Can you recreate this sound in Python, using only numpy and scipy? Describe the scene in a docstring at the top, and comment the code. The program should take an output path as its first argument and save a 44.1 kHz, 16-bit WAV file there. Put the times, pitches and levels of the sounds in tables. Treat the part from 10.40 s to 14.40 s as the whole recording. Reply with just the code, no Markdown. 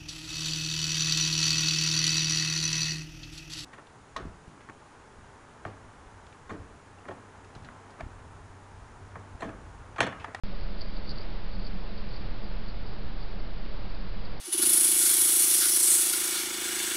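"""Hedgehog on gravel at night

A hedgehog noses over gravel near a trail camera. Each shove of its feet sets off a small slide
of stone clicks, with a few sharper knocks, all ringing the microphone's narrow treble peak.
Underneath lies a bed of steady recorder hiss, low flutter and a faint hollow drone."""
import sys
import numpy as np
from scipy import signal
from scipy.fft import rfft, irfft
from scipy.io import wavfile
from scipy.ndimage import uniform_filter1d

SR = 44100
rng = np.random.default_rng(int(sys.argv[2]) if len(sys.argv) > 2 else 0)


def unload_audio(sound):
    """Save the sound as a 16-bit wav file, at the path given as the first command line argument."""
    columns = np.transpose(np.atleast_2d(sound))
    # keep every value between -1 and 1, then stretch to whole-number steps
    steps = np.round(np.clip(columns, -1, 1) * 32767)
    wavfile.write(sys.argv[1], SR, steps.astype(np.int16))


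N = 176400


def amp(db):
    """Decibels to linear gain."""
    return 10 ** (np.asarray(db) / 20)


def unit(x):
    """Scales to rms 1."""
    return x / np.sqrt(np.mean(x ** 2) + 1e-20)


def noise(gain_at):
    """Noise of rms 1 whose spectrum follows a function of frequency."""
    spectrum = rfft(rng.standard_normal(N)) * gain_at(np.fft.rfftfreq(N, 1 / SR))
    return unit(irfft(spectrum, N))


def coloured(curve):
    """Noise of rms 1 shaped by an EQ curve of (freq_hz, relative_db) points."""
    freq_hz, relative_db = np.transpose(curve)
    return noise(lambda hz: amp(np.interp(np.log(hz + 1), np.log(freq_hz + 1), relative_db)))


def band(centre_hz, width_hz):
    """One steep-sided band of noise; centred on 0 Hz it is a slow random drift."""
    return noise(lambda hz: 1 / (1 + ((hz - centre_hz) / width_hz) ** 2 * 2) ** 2)


def flutter(level_db=-34, throb_top_hz=51.8, evenness=0.38):
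    """Low rumble whose deepest part throbs at a fairly even strength."""
    # Tone of the rumble: freq_hz, relative_db
    rumble_curve = [(3, -9), (12, -4), (21, -0.5), (28, 1.5), (36, -4), (48, -17), (62, -12.5), (85, -18.5),
                    (110, -18), (140, -20.5), (170, -39), (400, -89)]
    rumble = coloured(rumble_curve)
    sub = irfft(rfft(rumble) * (np.fft.rfftfreq(N, 1 / SR) < throb_top_hz), N)
    envelope = uniform_filter1d(abs(signal.hilbert(sub)), size=1500)
    throb = sub.std() * unit(sub / envelope ** evenness)  # compressed, at the same rms
    return amp(level_db) * (rumble - sub + throb)


def recorder_hiss(level_db=-46, waver_db=0.33):
    """The recorder's steady noise floor, wavering very slightly in level."""
    # Tone of the hiss: freq_hz, relative_db
    hiss_curve = [(20, -75.5), (150, -60.5), (260, -62), (400, -63), (600, -66), (800, -67.5),
                  (1200, -70.5), (2000, -74), (3200, -77), (4000, -77), (4700, -77), (5100, -83),
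                  (5500, -89), (5900, -101), (6300, -118)]
    return amp(level_db + waver_db * band(0, width_hz=4)) * coloured(hiss_curve)


def drone(hum_db=-50.5, swell_s=.034, wander_hz=7, waver_db=2):
    """A faint hollow hum with short, unevenly spaced swells, and fainter bands that waver."""
    # Noise bands of the main hum: pitch_hz, width_hz, relative_db
    hum_bands = [(188, 28, -2), (219, 26, -6)]
    # Brief tonal swells of the hum: peak_s, peak_db, pitch_hz
    swells = [(.06, -41, 210), (0.139, -39.5, 184), (.337, -46, 190), (.55, -47.5, 197), (.70, -50, 197),
              (.93, -48.5, 188), (1.185, -39, 198.5), (1.351, -36.5, 182.5), (1.519, -43, 196),
              (1.67, -42.5, 201), (1.841, -40, 192), (2.04, -42, 205), (2.266, -45.5, 199),
              (2.427, -43, 195), (2.588, -46, 202), (2.96, -52, 200), (3.631, -40, 195),
              (3.773, -43.5, 191)]
    # Fainter bands that colour the drone: pitch_hz, width_hz, level_db
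    faint_bands = [(111.7, 10, -55.5), (309.8, 4.5, -67), (570.6, 55, -63)]
    t = np.arange(N) / SR
    hum = amp(hum_db) * sum(amp(db) * band(hz, width) for hz, width, db in hum_bands)
    wander_cycles = np.cumsum(wander_hz * band(0, width_hz=20)) / SR
    for peak_s, peak_db, pitch_hz in swells:
        envelope = amp(peak_db) * np.exp(-((t - peak_s) / swell_s) ** 2)
        hum += envelope * np.sin(2 * np.pi * (pitch_hz * t + wander_cycles))
    waver = amp(waver_db * band(0, width_hz=1.3))
    return hum + waver * sum(amp(db) * band(hz, width) for hz, width, db in faint_bands)


def microphone_ring(clicks, pitch_hz, width_hz=480):
    """The microphone's treble peak turns each click into a short ping with a soft attack."""
    t = np.arange(256) / SR
    ping = t * np.exp(-np.pi * width_hz * t) * np.sin(2 * np.pi * pitch_hz * t)
    return signal.oaconvolve(clicks, ping)[:len(clicks)]


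def microphone_rolloff(x, cutoff_hz=5580):
    """The microphone's response falls steeply just above its treble peak."""
    return signal.sosfilt(signal.butter(8, cutoff_hz, fs=SR, output="sos"), x)


def stone_clicks(clicks_per_s, pitch_hz, voices=3, detune=.014, spread_db=4.5):
    """Stones tick at random and with uneven force, in a few slightly detuned voices."""
    out = np.zeros(N)
    for side in np.linspace(-1, 1, voices):
        force = amp(spread_db * np.minimum(rng.exponential(1, N), 2))
        polarity = rng.choice([-1, 1], N)
        hits = rng.random(N) < clicks_per_s / voices / SR
        out += microphone_ring(force * polarity * hits, pitch_hz * (1 + detune * side))
    return unit(out)


def gravel(trim_db=-3, stray_db=-68.5, roundness=1.2):
    """Each shove of a foot swells and dies as a slide of clicks; stray stones tick in between."""
    # Shoves in the gravel: peak_s, rise_s, fall_s, relative_db, pitch_hz
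    shoves = [(0.21, .03, 0.022, -54.5, 4580), (.235, .01, 0.012, -53, 4600),
              (.418, 0.013, 0.011, -42, 4560), (.46, 0.041, 0.19, -56, 4640),
              (.568, .011, 0.02, -46.5, 4500), (.679, 0.017, 0.0074, -45.5, 4460),
              (.696, 0.0045, 0.013, -41, 4500), (0.709, .011, 0.014, -40, 4640),
              (.759, .003, 0.012, -46.5, 4660), (.782, 0.0045, 0.011, -44.5, 4530),
              (.815, .01, 0.018, -49, 4760), (1.148, 0.04, 0.016, -51, 4540),
              (1.22, 0.04, 0.016, -51.5, 4550), (1.249, 0.0099, 0.015, -45.5, 4550),
              (1.270, 0.0063, 0.013, -47, 4610), (1.581, .005, .012, -47, 4560),
              (1.692, .003, 0.0062, -51, 4670), (1.743, 0.034, 0.018, -48, 4490),
              (1.769, .007, .009, -47.5, 4600), (1.815, .012, 0.036, -56, 4570),
              (2.04, 0.0089, 0.033, -55, 4740), (2.287, .005, .01, -48, 4600),
              (2.301, 0.0035, 0.0094, -49.5, 4500), (2.467, 0.0038, 0.02, -50.5, 4700),
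              (2.53, .03, .025, -56, 4700), (2.808, 0.006, 0.013, -50.5, 4630),
              (2.83, 0.008, .008, -49, 4570), (3.0, 0.011, .008, -50.5, 4600),
              (3.5, .006, 0.0074, -51, 4630), (3.546, 0.0017, 0.004, -47, 4600),
              (3.6, 0.0035, .008, -55, 4650), (3.69, .006, .008, -59, 4650),
              (3.855, .004, 0.0055, -45, 4530), (3.91, 0.016, .02, -58, 4580),
              (3.981, .002, 0.0031, -49, 4700)]
    t = np.arange(N) / SR
    out = amp(stray_db) * stone_clicks(clicks_per_s=150, pitch_hz=4670)
    for peak_s, rise_s, fall_s, relative_db, pitch_hz in shoves:
        from_peak = np.maximum((peak_s - t) / rise_s, (t - peak_s) / fall_s).clip(0, 20)
        push = np.exp(-from_peak ** roundness)  # above 1: rounder top, shorter tail
        slide = unit(push * stone_clicks(clicks_per_s=2600, pitch_hz=pitch_hz))
        push_rms = np.sqrt(np.mean(push ** 2))
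        out += amp(relative_db + trim_db) * push_rms * slide
    return out


def stone_knocks(pitch_hz=4640):
    """Single stones knock together within the shoves, each ringing the treble peak once."""
    # Stone-on-stone strikes: start_s, peak_db (ahead of the microphone's roll-off)
    strikes = [(.410, -37.5), (.416, -35), (0.4192, -37), (0.6925, -31.5), (0.702, -39), (0.7083, -37.5),
               (.7775, -40.5), (0.7833, -39), (0.807, -43), (1.2666, -37.5), (1.276, -47), (1.690, -42),
               (1.7633, -41), (2.285, -45.5), (3.8515, -45.5)]
    clicks = np.zeros(N)
    for start_s, peak_db in strikes:
        clicks[round(start_s * SR)] += amp(peak_db)
    ping_peak = abs(microphone_ring(signal.unit_impulse(N), pitch_hz)).max()
    return microphone_ring(clicks, pitch_hz) / ping_peak


def scene():
    """Mono mix: the hedgehog's footwork over the bed of drone, hiss and flutter."""
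    footwork = microphone_rolloff(gravel() + stone_knocks())
    return (footwork + drone() + recorder_hiss() + flutter())[None]


def record(dry):
    """A brief silence, then the sound cuts in with a click, on a small DC offset, without top end."""
    silence_s, dc_offset, cutoff_hz = .036, .0465, 6300
    sounding = np.arange(N) / SR > silence_s
    lowpass = signal.firwin(401, cutoff_hz, window=("kaiser", 9), fs=SR)
    return signal.oaconvolve((dry + dc_offset) * sounding, lowpass[None], "same")


dry = scene()
out = record(dry)
unload_audio(out)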